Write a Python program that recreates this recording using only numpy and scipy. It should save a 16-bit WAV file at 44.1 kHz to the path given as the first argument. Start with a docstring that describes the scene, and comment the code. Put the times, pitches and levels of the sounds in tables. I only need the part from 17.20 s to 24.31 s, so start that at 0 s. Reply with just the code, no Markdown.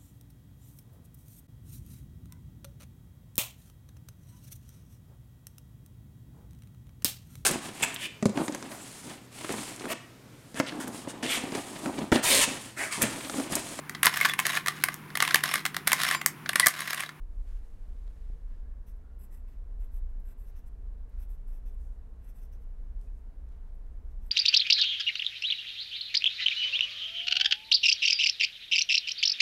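"""A hand slides across a sheet of paper, over the low rumble of ventilation in a quiet lecture room.
Then a pen writes a few letters: its tip catches and slips on the fibres, and this stick-slip friction
excites the resonances of pen and sheet. Between letters the hand shuffles along, and small impacts
tick on the paper and set the desk ringing. The room adds a short, dull reverberation;
faint thin tones come and go behind it all."""
import sys
import numpy as np
from scipy import signal
from scipy.fft import rfft, irfft, next_fast_len
from scipy.io import wavfile
from scipy.ndimage import uniform_filter1d, map_coordinates

SR = 44100
rng = np.random.default_rng(int(sys.argv[2]) if len(sys.argv) > 2 else 0)


def unload_audio(sound):
    """Save the sound as a 16-bit wav file, at the path given as the first command line argument."""
    columns = np.transpose(np.atleast_2d(sound))
    # keep every value between -1 and 1, then stretch to whole-number steps
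    steps = np.round(np.clip(columns, -1, 1) * 32767)
    wavfile.write(sys.argv[1], SR, steps.astype(np.int16))


N = 313551
TIME = np.arange(N) / SR


def pen():
    """Stick-slip friction drives resonances: direction selects the pen's, pressure excites the sheet's."""
    # strokes: start t/s, fastest t/s, end t/s, pen level/dB, sideways drag (0-1), sheet level/dB
    strokes = [(1.653, 1.68, 1.738, -73.9, 0.45, -77.0), (1.981, 2.032, 2.08, -68.7, 0.04, -77.5),
               (2.1, 2.142, 2.185, -70.3, 0.25, -76.0), (2.156, 2.192, 2.228, -82, 0.13, -84.0),
               (2.263, 2.293, 2.398, -80.9, 0.36, -78.0), (2.58, 2.62, 2.695, -76.5, 0.25, -76.0),
               (2.701, 2.763, 2.811, -73.8, 0.27, -79.0), (3.02, 3.1, 3.155, -74, 0.2, -77.5),
               (3.164, 3.216, 3.282, -74.8, 0.15, -81.0), (3.248, 3.284, 3.322, -73.3, 0.5, -79.0),
               (3.352, 3.37, 3.423, -74.8, 0.7, -74.5), (3.452, 3.477, 3.497, -75.1, 0.31, -81.0),
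               (3.974, 4.024, 4.068, -71.4, 0.33, -74.5), (4.08, 4.112, 4.178, -72.6, 0.19, -80.0),
               (4.258, 4.292, 4.333, -76.7, 0.18, -79.0), (4.306, 4.342, 4.417, -76.6, 0.48, -80.0),
               (4.453, 4.463, 4.532, -76.1, 0.67, -77.0), (4.498, 4.551, 4.56, -83.0, 0.23, -83.0),
               (5.001, 5.066, 5.106, -78.3, 0.26, -78.0), (5.072, 5.093, 5.138, -75.9, 0.61, -80.0),
               (5.128, 5.184, 5.211, -73.5, 0.22, -77.0), (5.181, 5.235, 5.285, -76, 0.7, -81.0),
               (5.308, 5.332, 5.382, -77.8, 0.84, -77.0), (5.386, 5.429, 5.457, -83.7, 0.38, -83.0),
               (6.89, 6.917, 6.945, -86.5, 0.77, -86), (6.994, 7.046, 7.077, -80.7, 0.73, -82.0),
               (7.055, 7.067, 7.109, -76.7, 0.18, -81.0)]
    # the tip lands on or grazes the sheet: t/s, level/dB
    landings = [(1.758, -83), (1.988, -75), (2.897, -81.5), (2.998, -79), (3.891, -79), (6.54, -80)]
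    # modes of the scratching tip: f/Hz, width/Hz, relative level/dB
    tip_modes = [(5080, 450, -13), (7350, 400, -11), (7800, 500, -7), (8300, 450, -8.5), (9300, 420, -7.5),
                 (9780, 400, -6), (10680, 330, -10.5), (11350, 560, -3), (11780, 480, 0),
                 (12150, 480, -4.5), (13280, 480, -8), (13900, 340, -9), (15050, 380, -13),
                 (15600, 400, -12)]
    # modes of the pen dragged sideways: f/Hz, width/Hz, relative level/dB
    barrel_modes = [(2700, 400, -5), (3400, 340, -2.5), (5500, 750, -0.5), (6200, 520, 1), (8200, 380, -4),
                    (9400, 500, -4), (9850, 380, -5.5), (12150, 400, -5.5), (13330, 600, 0.5),
                    (14000, 430, -0.5), (15050, 450, -7), (15600, 350, -8)]
    # modes of the sheet under the tip: f/Hz, width/Hz, relative level/dB
    paper_modes = [(960, 1670, 4.5), (1520, 360, -2), (1950, 240, 1), (2640, 380, 1), (3540, 980, -9)]
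    landing_rise_s = 0.0056
    scratch, drag, press = np.zeros((3, N))
    for start, fastest, end, pen_db, sideways, sheet_db in strokes:
        friction = stroke_friction(start, fastest, end)
        along, across = split_power(sideways)
        scratch += amp(pen_db) * along * friction
        drag += amp(pen_db) * across * friction
        press += amp(sheet_db) * friction
    for start, db in landings:
        age = np.maximum(TIME - start, 0) / landing_rise_s
        scratch += amp(db) * age * np.exp(1 - age)
    tip = drifting_modes(fibre_slips(per_second=12000, spread_db=0.5), tip_modes, drift_db=2.5)
    barrel = drifting_modes(fibre_slips(per_second=14000, spread_db=2), barrel_modes, drift_db=1.4)
    paper = resonant(fibre_slips(per_second=14000, spread_db=2), paper_modes)
    grain = amp(1.54 * wobble(130))  # the uneven sheet makes the friction flutter
    return grain * (amp(0.16) * scratch * tip + amp(1.0) * drag * barrel + amp(-0.66) * press * paper)


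def stroke_friction(start, fastest, end):
    """Friction noise follows a power law of the tip's speed, which rises to a peak and falls to rest."""
    progress = np.interp(TIME, np.sort([start, fastest, end]), [0, .5, 1])
    speed = np.abs(np.sin(np.pi * progress))
    return np.sqrt(2) * speed ** 1.5


def fibre_slips(per_second, spread_db):
    """Shot noise: tiny slips over paper fibres, random in time and in size."""
    caught = rng.random(N) < per_second / SR
    return caught * rng.standard_normal(N) * amp(spread_db * rng.standard_normal(N))


def drifting_modes(x, modes, drift_db):
    """Modal superposition, at rms 1: each mode's strength drifts as the pen tilts and turns."""
    return unit(sum(amp(db + drift_db * wobble(12)) * filtered(x, lambda f: resonance(f, hz, width))
                    for hz, width, db in modes))


def hand():
    """Sliding friction makes broadband noise: the sheet rustles under the hand and bare skin hisses."""
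    # a long sweep and short shuffles: start t/s, end t/s, level/dB, share of bare skin (0-1)
    slides = [(0.065, 1.455, -79, 0.42), (0.01, 0.48, -86.5, 0.66), (.28, 0.32, -76.5, 0.2),
              (0.35, 0.38, -84, 0.3), (0.446, 0.522, -93, 1), (0.847, 1.202, -94, 0.1),
              (1.273, 1.43, -84.5, .05), (2.27, 2.38, -83, 0.1), (3.27, 3.4, -82, .05),
              (3.9, 4.042, -81, 0), (4.59, 4.692, -81.5, 0.93), (4.715, 4.77, -88, .9),
              (5.8, 5.853, -83.5, 1), (5.855, 5.897, -89, 0.6), (5.958, 5.998, -86.5, 0.97),
              (6.27, 6.4, -83, .05), (6.46, 6.51, -86, .16), (6.725, 6.745, -90, 0.7),
              (6.895, 6.94, -89, .1)]
    # spectrum of rubbing skin: f/Hz, relative level/dB
    skin_spectrum = [(1000, -22), (4000, -7.5), (6500, 2.5), (9800, 2), (12000, 0.5), (16000, -12)]
    # spectrum of the rubbed sheet: f/Hz, relative level/dB
    sheet_spectrum = [(200, -1.5), (700, 4), (1600, 6), (3000, 0.5), (5000, -3.5), (9000, -11.5),
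                      (13000, -14), (16000, -20)]
    hiss, rustle = np.zeros((2, N))
    for start, end, db, bare in slides:
        rub = amp(db) * swell(start, end, edge_s=0.027)
        on_sheet, on_skin = split_power(bare)
        rustle += on_sheet * rub
        hiss += on_skin * rub
    skin = coloured(fibre_slips(per_second=8400, spread_db=0), skin_spectrum)
    sheet = coloured(fibre_slips(per_second=9000, spread_db=3.5), sheet_spectrum)
    return amp(0.22 * wobble(55)) * (hiss * skin + rustle * sheet)


def taps():
    """Impact excitation: a touch ticks on the paper and pushes the desk into damped free vibration."""
    # touches of pen and fingers: t/s, tick level/dB, tick f/Hz, crunch T60/s, knock level/dB
    touches = [(.023, -56, 8000, .004, -90), (.879, -33, 1800, .006, -70), (.976, -48, 2500, .012, -64),
               (1.1, -41.5, 1000, .01, -51.5), (4.466, -52, 2200, .008, -80), (4.604, -57, 8000, .004, -90),
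               (4.613, -53, 8500, .005, -85), (5.8143, -47, 7000, .004, -85), (6.29, -50, 3800, .02, -80),
               (6.323, -53, 4200, .025, -80), (6.667, -51.5, 4000, .025, -85)]
    # modes of the desk: f/Hz, relative level/dB, T60/s
    desk_modes = [(135, -3, .25), (172, -6.5, .22), (255, -4, .09), (320, -10, .04)]
    contact_s, crunch_db = .0007, -6  # rise of the push; fibres crunching after the tick
    out = np.zeros(N)
    for start, tick_db, tick_hz, crunch_t60, knock_db in touches:
        age = np.maximum(TIME - start, 0)
        band = signal.butter(2, [tick_hz * .45, tick_hz * 1.9], "bandpass", fs=SR)
        crunch = (age > 0) * amp(-60 * age / crunch_t60) * rng.standard_normal(N)
        snap = signal.unit_impulse(N, round(start * SR)) + amp(crunch_db) * crunch / np.linalg.norm(crunch)
        out += amp(tick_db) * signal.lfilter(*band, snap)
        push = (age / contact_s) ** 2 * np.exp(1 - (age / contact_s) ** 2)
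        thud = sum(amp(db - 60 * age / t60) * np.sin(2 * np.pi * hz * age) for hz, db, t60 in desk_modes)
        out += amp(knock_db) * (push + thud)
    return out


def room(x):
    """Reverberation: diffuse, dull reflections follow the direct sound and decay exponentially."""
    echo_db, t60_s, gap_s, dull_hz = -8.5, .35, .004, 4500
    t = np.arange(SR // 2) / SR
    tail = rng.standard_normal(len(t)) * amp(-60 * t / t60_s) * (t > gap_s)
    echo = signal.fftconvolve(x, tail / np.linalg.norm(tail))[:N]
    return x + amp(echo_db) * filtered(echo, lambda f: 1 / np.sqrt(1 + (f / dull_hz) ** 2))


def thin_tones():
    """Narrow-band noise is heard as faint, fuzzy tones that swell and fade."""
    # tones: start t/s, end t/s, f/Hz, width/Hz, level/dB
    tones = [(1.305, 1.365, 1680, 420, -80), (1.36, 1.64, 1660, 170, -85), (1.83, 1.92, 1390, 180, -80.5),
             (1.94, 2.05, 1390, 130, -83), (2.11, 2.18, 1930, 160, -82), (3.04, 3.15, 1580, 110, -83),
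             (5.872, 5.882, 2500, 150, -87)]
    return sum(amp(db) * swell(start, end, edge_s=0.029)
               * resonant(rng.standard_normal(N), [(hz, width, 0)]) for start, end, hz, width, db in tones)


def ventilation():
    """Forced resonance: moving air throbs in the ducts and drones in the room, over hiss and hum."""
    # modes of the ducts: f/Hz, width/Hz, relative level/dB
    duct_modes = [(17.08, 1.8, -7), (27.72, 2.75, 0.5), (36.24, 8.3, -6.5), (43, 1, -19)]
    # slow swell of the throb: t/s, level/dB
    throb_levels = [(0, -38), (.3, -33.5), (.45, -39.5), (1.35, -37), (1.95, -45), (2.85, -32), (3.15, -41),
                    (4.5, -35.5), (4.95, -44.5), (5.75, -36.5), (6.1, -43), (7.1, -37)]
    # modes of the room: f/Hz, width/Hz, relative level/dB
    room_modes = [(56.1, 7, -0.5), (60.9, 8, -3), (70.4, 12, -13), (84.4, 17, -20.5), (163.4, 24, -29),
                  (199.4, 24, -30), (244.2, 14, -33), (436, 94, -38.5), (681, 39, -43), (1055, 150, -49.5),
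                  (1570, 130, -55)]
    # spectrum of the steady air noise: f/Hz, relative level/dB
    air_spectrum = [(20, 5), (70, -3), (100, 1.5), (140, -10), (270, -10), (340, -15.5), (500, -16.5),
                    (750, -21), (1100, -25.5), (1800, -29.5), (2700, -37.5), (3200, -39.5), (5000, -43),
                    (11000, -45.5), (15500, -48)]
    # hum of mains and fans: f/Hz, rms level/dB
    hum_partials = [(100, -74.5), (120, -74), (200, -80.5), (246, -79.5), (409, -85), (463, -83),
                    (909.8, -88.5)]
    # faint narrow whines: f/Hz, width/Hz, relative level/dB
    whine_bands = [(2856, 40, 0), (3907, 110, -3.5), (10770, 170, -6), (11240, 170, -5.5)]
    flow = resonant(rng.standard_normal(N), duct_modes)
    running_rms = np.sqrt(np.abs(uniform_filter1d(flow ** 2, size=SR // 4)) + 1e-4)
    throb = amp(np.interp(TIME, *np.transpose(throb_levels))) * flow / running_rms
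    rumble = filtered(throb, lambda f: 1 / np.sqrt(1 + (f / 60) ** 10))  # ducts pass only the deepest part
    drone = amp(-48.5) * resonant(rng.standard_normal(N), room_modes)
    air = amp(-58.5) * coloured(rng.standard_normal(N), air_spectrum)
    hum = sum(amp(db) * np.sqrt(2) * np.sin(2 * np.pi * hz * TIME + 0.71 * wobble(3))
              for hz, db in hum_partials)
    whine = amp(-94) * resonant(rng.standard_normal(N), whine_bands)
    return rumble + drone + air + hum + whine


def resonance(f, hz, width):
    """Steep-sided resonance: the gain at f of two equal damped resonators in cascade."""
    return np.abs(f * width / (hz * hz - f * f + 1j * f * width)) ** 2


def resonant(x, modes):
    """Resonant filtering of x by modes that add in power, at rms 1."""
    power = lambda f: sum((amp(db) * resonance(f, hz, width)) ** 2 for hz, width, db in modes)
    return unit(filtered(x, lambda f: np.sqrt(power(f))))


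def coloured(x, spectrum):
    """Spectral shaping of x by (f/Hz, level/dB) points on a log frequency axis, at rms 1."""
    hz, db = np.transpose(spectrum)
    return unit(filtered(x, lambda f: amp(np.interp(np.log(f + 1), np.log(hz), db))))


def filtered(x, response):
    """Linear filtering: the spectrum of x is multiplied by a frequency response."""
    size = next_fast_len(N + SR)
    return irfft(rfft(x, size) * response(np.fft.rfftfreq(size, 1 / SR)), size)[:N]


def swell(start, end, edge_s):
    """Half-sine envelope, widened by edge_s at both ends."""
    progress = np.clip((TIME - start + edge_s) / max(end - start + 2 * edge_s, .005), 0, 1)
    return np.sqrt(2) * np.sin(np.pi * progress)


def split_power(share):
    """Conservation of power: two gains whose squares sum to 1; the second is share."""
    share = np.clip(share, 0, 1)
    return np.sqrt(1 - share ** 2), share


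def wobble(rate):
    """Random modulation: a smooth curve through rate knots a second."""
    return map_coordinates(rng.standard_normal(int(N * rate / SR) + 4), [TIME * rate])


def amp(db):
    """Level in decibels to amplitude ratio."""
    return 10 ** (np.asarray(db) / 20)


def unit(x):
    """Normalisation to rms 1."""
    return x / np.sqrt(np.mean(x ** 2) + 1e-20)


def scene():
    """Superposition at one microphone: the writing, its reverberation and the background."""
    return (room(pen() + hand() + taps()) + thin_tones() + ventilation())[None]


def record(dry):
    """Band limiting: the sound fades briefly at both ends and loses its highest treble."""
    fade_s, top_hz = .002, 15740
    fade = np.clip(np.minimum(TIME, TIME[-1] - TIME) / fade_s, 0, 1)
    return filtered(dry[0] * fade, lambda f: f < top_hz)[None]


dry = scene()
out = record(dry)
unload_audio(out)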